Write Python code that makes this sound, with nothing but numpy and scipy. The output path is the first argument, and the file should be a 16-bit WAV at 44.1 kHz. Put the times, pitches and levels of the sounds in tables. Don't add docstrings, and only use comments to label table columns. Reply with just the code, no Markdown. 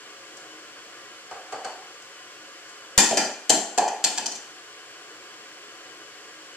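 import sys
import numpy as np
from scipy import signal
from scipy.fft import rfft, irfft
from scipy.io import wavfile
from scipy.ndimage import uniform_filter1d, minimum_filter1d

SR = 44100
rng = np.random.default_rng(int(sys.argv[2]) if len(sys.argv) > 2 else 0)


def bounce(signal):
    frames = np.transpose(np.atleast_2d(signal))
    limited = np.clip(frames, -1, 1)
    pcm = np.round(limited * 32767).astype(np.int16)
    wavfile.write(sys.argv[1], SR, pcm)


N = 289692

# f/Hz, level/dB
FAN_RUSH = [(30, -17), (80, -21), (115, -8), (180, -11), (330, -0.5), (680, -0.5), (880, -7.5),
            (1200, -0.5), (3100, 1.5), (3800, -5), (4500, -1.5), (7600, -5.5), (8700, -15.5), (12000, -27)]
# f/Hz, width/Hz, level/dB
FAN_ROOM_MODES = [(316.7, 8.9, -1.5), (349, 8.5, -3), (412.6, 13, -0.5), (477, 5.9, -4),
                  (542.6, 11.3, -0.5), (746, 13.3, -2), (1106, 61, -4.5), (1182.6, 11.8, 0),
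                  (1364, 6.4, -0.5), (1473, 25, 2.5), (1616, 33, 0), (1715.5, 17, -1), (1928, 4.6, -2),
                  (2977, 11, 1.5)]
# f/Hz, likeness (1 = the same)
FAN_LIKENESS = [(30, 0.0072), (120, 0.66), (380, 1), (700, 0.97), (1300, 0.84), (2400, 0.64), (4400, 0.4),
                (8000, 0.61), (14000, 0.24)]
ROOM_LIKENESS = [(60, 0.86), (290, 1), (640, 0.97), (1400, 0.82), (3080, 0.47), (6770, 0.15), (14000, 0.14)]
# delay/ms, level/dB
DIRECT_PATHS = [(0.1, -10), (2.1, -4.5)]
# extra delay/ms, level/dB
DOOR_ECHOES = [(0.102, -1.5), (0.698, -21), (2.502, -2), (3.1, -10), (6.5, -12)]
# f/Hz, t/s
ROOM_FADE = [(150, 0.32), (400, 0.6), (800, 0.57), (2000, 0.53), (5000, 0.5), (8000, 0.5), (14000, 0.36)]
# t/s, body level/dB, tick level/dB, clink level/dB
SOFT_KNOCKS = [(0.368, -54, -49.5, -65), (1.311, -33.5, -52, -53), (1.523, -29.5, -46, -46.5),
               (1.646, -29.5, -43.5, -40.5), (2.02, -63, -53.5, -70), (2.69, -60, -53, -73)]
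# multiple of KNOCK_HZ, width/Hz, level/dB
KNOCK_BODY_MODES = [(.64, 151, -7), (1, 59.6, 1), (1.18, 100, -10), (1.58, 100, -9), (2.05, 200, -15.5),
                    (2.4, 300, -32), (3.65, 500, -22)]
# f/Hz, width/Hz, level/dB
KNOCK_TICK_MODES = [(5000, 830, -6), (6200, 820, -4.5), (7300, 430, -0.5), (8260, 270, -6)]
KNOCK_CLINK_MODES = [(4473, 50, 0), (4680, 150, -13)]
# f/Hz, width/Hz, level/dB
FLOOR_MODES = [(213, 53, -0.5), (233, 25, -1.5), (299.6, 21, 3), (379, 12, 4), (470, 240, -7.5),
               (570, 50, -13)]
# f/Hz, width/Hz, level/dB
BEND_MODES = [(1402, 30, -3), (1710, 150, -3), (1850, 170, -7), (2417, 26, 2), (2587, 60, -4),
              (3090, 170, -2)]
CLACK_MODES = [(3070, 220, -5.5), (3554, 92, -6), (4135, 66, -2.5), (4416, 60, 0.5), (4520, 26, -5),
               (4840, 125, -1), (5300, 120, -3), (5935, 110, 1), (6290, 156, 1.5), (6910, 210, -2),
               (7280, 61, -0.5), (7480, 185, -0.5), (8200, 240, -9), (9000, 500, -15.5)]
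# f/Hz, level/dB
EDGE_TICK = [(3000, 5), (6000, -15), (9000, 5), (10500, -3), (12500, -4), (14000, -6), (16000, 2.5)]
# t/s, level/dB, clack boost/dB, hollow note boost/dB, hollow f/Hz, favoured wall f/Hz
LANDINGS = [ (2.9776, -19, 8, -1.5, 905, 7400), (3.110, -32, 1.5, 11, 680, 4900),
            (3.1716, -23.5, 3.5, -2.5, 845, 6600), (3.495, -24, 8.5, 4.5, 778, 7300),
            (3.777, -29, 2, 12, 812, 7100), (3.812, -45, -5, 23, 827, 7000),
            (3.878, -38.5, 1.5, 5, 800, 6200), (4.0402, -29.5, 9, 0.5, 828, 3150),
            (4.1757, -34, 4.5, 1.5, 843, 3150), (4.258, -46, 16.5, 4.5, 797, 6100),
            (4.3157, -51.5, 13.5, 3.5, 794, 6100), (4.352, -55, 13, -2, 790, 6100)]
# f/Hz, level/dB
MIC_MISMATCH = [(200, -0.5), (2000, 0.5), (5900, 0.5), (6600, 3.5), (7600, 9.5), (9000, 11), (11000, 13),
                (14000, 7)]

SIZE = 32768
HIT_FREQS, SCENE_FREQS = np.fft.rfftfreq(SIZE, 1 / SR), np.fft.rfftfreq(N, 1 / SR)
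KNOCK_HZ = 752
DROP_S, TRAVEL_S = LANDINGS[0][0], 0.748


def undb(db):
    return 10 ** (np.asarray(db) / 20)


def curve(points, hz):
    f, value = np.transpose(points)
    return np.interp(np.log(hz + 1), np.log(f), value)


def resonances(modes, hz):
    return sum(undb(2 * db) / (1 + ((hz ** 2 - f ** 2) / (width * (hz + 1))) ** 2)
               for f, width, db in modes)


def band(hz, low_hz, high_hz, order=6):
    return 1 / (1 + (low_hz / (hz + 1)) ** order) / (1 + (hz / high_hz) ** order)


def noise_pair(likeness, size):
    alike = np.clip(curve(likeness, np.fft.rfftfreq(size, 1 / SR)), -.99, .99)
    mid, side = rfft(rng.standard_normal((2, size)))
    return np.sqrt((1 + alike) / 2) * mid + np.sqrt((1 - alike) / 2) * side * np.array([[1], [-1]])


def wobble(position, count):
    return np.interp(position, np.arange(count), rng.standard_normal(count))


def blow(parts):
    power = sum(undb(2 * db) * shape / shape.mean() for db, shape in parts)
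    cepstrum = irfft(.5 * np.log(power + power.max() * 1e-10))
    cepstrum[1:SIZE // 2] *= 2
    cepstrum[SIZE // 2 + 1:] = 0
    return np.exp(rfft(cepstrum))


def place(events):
    out = np.zeros((2, N + SIZE))
    fade = np.clip(np.linspace(4, -.1, SIZE), 0, 1)
    for time_s, spectrum in events:
        start = int(time_s * SR)
        out[:, start:start + SIZE] += irfft(spectrum) * fade
    return out[:, :N]


def fan(level_db=-44.5, modes_db=10, right_delay_s=.00009, split_hz=600, ripple_db=2.5):
    hz = SCENE_FREQS
    room_ring = undb(2 * modes_db) * resonances(FAN_ROOM_MODES, hz) * band(hz, 260, 4750)
    power = undb(2 * curve(FAN_RUSH, hz)) + room_ring
    ripple = undb(ripple_db * wobble(hz / 14, count=2000) * band(hz, 190, 5200))
    from_left = np.exp(-2j * np.pi * hz * np.array([[0], [right_delay_s]]))
    spectrum = noise_pair(FAN_LIKENESS, N) * np.sqrt(power) * ripple * from_left
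    low = 1 / (1 + (hz / split_hz) ** 4)
    waver = undb(1.5 * wobble(np.arange(N) / SR * 7, count=400))
    rush = irfft(spectrum * low, N) * waver + irfft(spectrum * (1 - low), N)
    return undb(level_db) * rush / rush.std()


def room_tail(build_s=0.0022):
    t = np.arange(SIZE) / SR
    noise = noise_pair(ROOM_LIKENESS, SIZE)
    tail = 0
    for band_hz, fade_s in ROOM_FADE:
        share = curve([(f, f == band_hz) for f, _ in ROOM_FADE], HIT_FREQS)
        tail = tail + irfft(noise * share) * np.exp(-np.log(1000) * t / fade_s)
    tail = tail * (1 - np.exp(-t / build_s))
    return tail / np.sqrt(np.sum(tail ** 2) / 2)


def smear(spread_s=0.000458, count=24):
    delays = spread_s * np.abs(rng.standard_normal(count))
    delay = np.interp(HIT_FREQS, np.linspace(0, SR / 2, count), delays)
    return np.exp(-2j * np.pi * np.cumsum(delay) * HIT_FREQS[1])


def kitchen(echo_db, echo_ms, tail_db=2.5, scatter_db=-10, scatter_s=0.0024):
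    tail = room_tail()
    early = 0
    for path_ms, path_db in DIRECT_PATHS + [(echo_ms + ms, echo_db + db) for ms, db in DOOR_ECHOES]:
        shift_s = .0001 * rng.standard_normal()
        side_s = .00005 * rng.standard_normal() * np.array([[.5], [-.5]])
        delay = abs(path_ms / 1000 + shift_s + side_s)
        early = early + undb(path_db) * np.exp(-2j * np.pi * HIT_FREQS * delay) * smear()
    since_echo = np.arange(SIZE) / SR - echo_ms / 1000
    scatter = irfft(noise_pair(ROOM_LIKENESS, SIZE))
    scatter *= (since_echo > 0) * np.exp(-abs(since_echo) / scatter_s)
    scatter /= np.sqrt(np.sum(scatter ** 2) / 2)
    mirror = undb(curve([(300, -12), (800, -10.5), (3000, -0.5), (7000, 3.0)], HIT_FREQS))
    return mirror * (early + undb(scatter_db) * rfft(scatter)) + undb(tail_db) * rfft(tail)


def knocks(gain_db=27, thump_db=-26.5):
    hz = HIT_FREQS
    body_modes = [(multiple * KNOCK_HZ, width, db) for multiple, width, db in KNOCK_BODY_MODES]
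    body = resonances(body_modes, hz) * band(hz, 246, 3000)
    tick = resonances(KNOCK_TICK_MODES, hz) * band(hz, 3200, 8300)
    clink = resonances(KNOCK_CLINK_MODES, hz) * band(hz, 3200, 6500)
    thump = band(hz, 85, 190)
    events = []
    for time_s, body_db, tick_db, clink_db in SOFT_KNOCKS:
        hit = blow([(body_db, body), (body_db + thump_db, thump), (tick_db, tick), (clink_db, clink)])
        events.append((time_s, hit * kitchen(echo_db=-6, echo_ms=4.5)))
    return undb(gain_db) * place(events)


def first_crack(length_s=0.00386, crack_db=-4, overload_db=-10, right_db=-7):
    progress = np.clip((np.arange(N) / SR - DROP_S) / length_s, 0, 1)
    burst = np.sqrt(np.maximum(np.sin(np.pi * progress), 0))
    noise = irfft(noise_pair(ROOM_LIKENESS, N) * np.sqrt(band(SCENE_FREQS, 460, 9500)), N)
    crack = undb(crack_db) * noise / noise.std() * undb([[0], [right_db]])
    overload_pop = undb(overload_db) * np.array([[1], [0]])
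    return burst * (crack - overload_pop)


def plastic_hit(clack_db, bend_db, hollow_db, thud_db, tick_db, hollow_hz, wall_hz):
    hz = HIT_FREQS
    favour_db, spread_db = 4, 3.0
    walls = []
    for f, width, db in CLACK_MODES:
        boost_db = favour_db * np.exp(-((f - wall_hz) / 450) ** 2)
        walls.append((f, width, db + boost_db + spread_db * rng.standard_normal()))
    bends = [(f, width, db + spread_db * rng.standard_normal()) for f, width, db in BEND_MODES]
    hollow = [(1.024 * hollow_hz, 70, 0), (0.89 * hollow_hz, 70, -1),
              (1.23 * hollow_hz, 150, -12), (0.585 * hollow_hz, 150, -13)]
    return blow([(clack_db, resonances(walls, hz) * band(hz, 3120, 9200)),
                 (bend_db, resonances(bends, hz) * band(hz, 800, 3550)),
                 (hollow_db, resonances(hollow, hz) * band(hz, 290, 1.23 * hollow_hz, order=12)),
                 (thud_db, resonances(FLOOR_MODES, hz) * band(hz, 62, 660)),
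                 (tick_db, undb(2 * curve(EDGE_TICK, hz)) * band(hz, 1500, 15600))])


def bounces(gain_db=27):
    events = []
    for time_s, strength_db, clack_boost_db, hollow_boost_db, hollow_hz, wall_hz in LANDINGS:
        way = np.clip((time_s - DROP_S) / TRAVEL_S, 0, 1)
        shade = way ** 6
        clack_db, hollow_db = strength_db + clack_boost_db, strength_db + hollow_boost_db
        tick_db = -9.5 + 1.33 * clack_db - shade
        thud_db = -11 + 0.76 * (clack_db + hollow_db) / 2 - 7 * shade
        room = kitchen(echo_db=-10 + 9 * way, echo_ms=7.5 - 1.4 * way)
        hit = plastic_hit(clack_db, strength_db, hollow_db, thud_db, tick_db, hollow_hz, wall_hz)
        events.append((time_s, hit * room))
    return undb(gain_db) * place(events)


def scene():
    return knocks() + first_crack() + bounces() + fan()


def limit(sound, window=25):
    gain = np.minimum(1, .98 / (np.abs(sound) + 1e-9))
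    held = minimum_filter1d(gain, window, axis=1)
    return sound * uniform_filter1d(held, window, axis=1)


def record(dry, hiss_db=-66, whine_db=-75, whine_hz=10000, top_hz=14200):
    mismatch = undb(curve(MIC_MISMATCH, SCENE_FREQS) * np.array([[.5], [-.5]]))
    heard = irfft(rfft(dry) * mismatch, N)
    hiss = undb(hiss_db) * rng.standard_normal((2, N))
    whine = undb(whine_db) * np.sin(2 * np.pi * whine_hz * np.arange(N) / SR)
    treble_cut = signal.ellip(10, .05, 50, top_hz, fs=SR, output="sos")
    return signal.sosfiltfilt(treble_cut, limit(heard + hiss + whine))


dry = scene()
out = record(dry)
bounce(out)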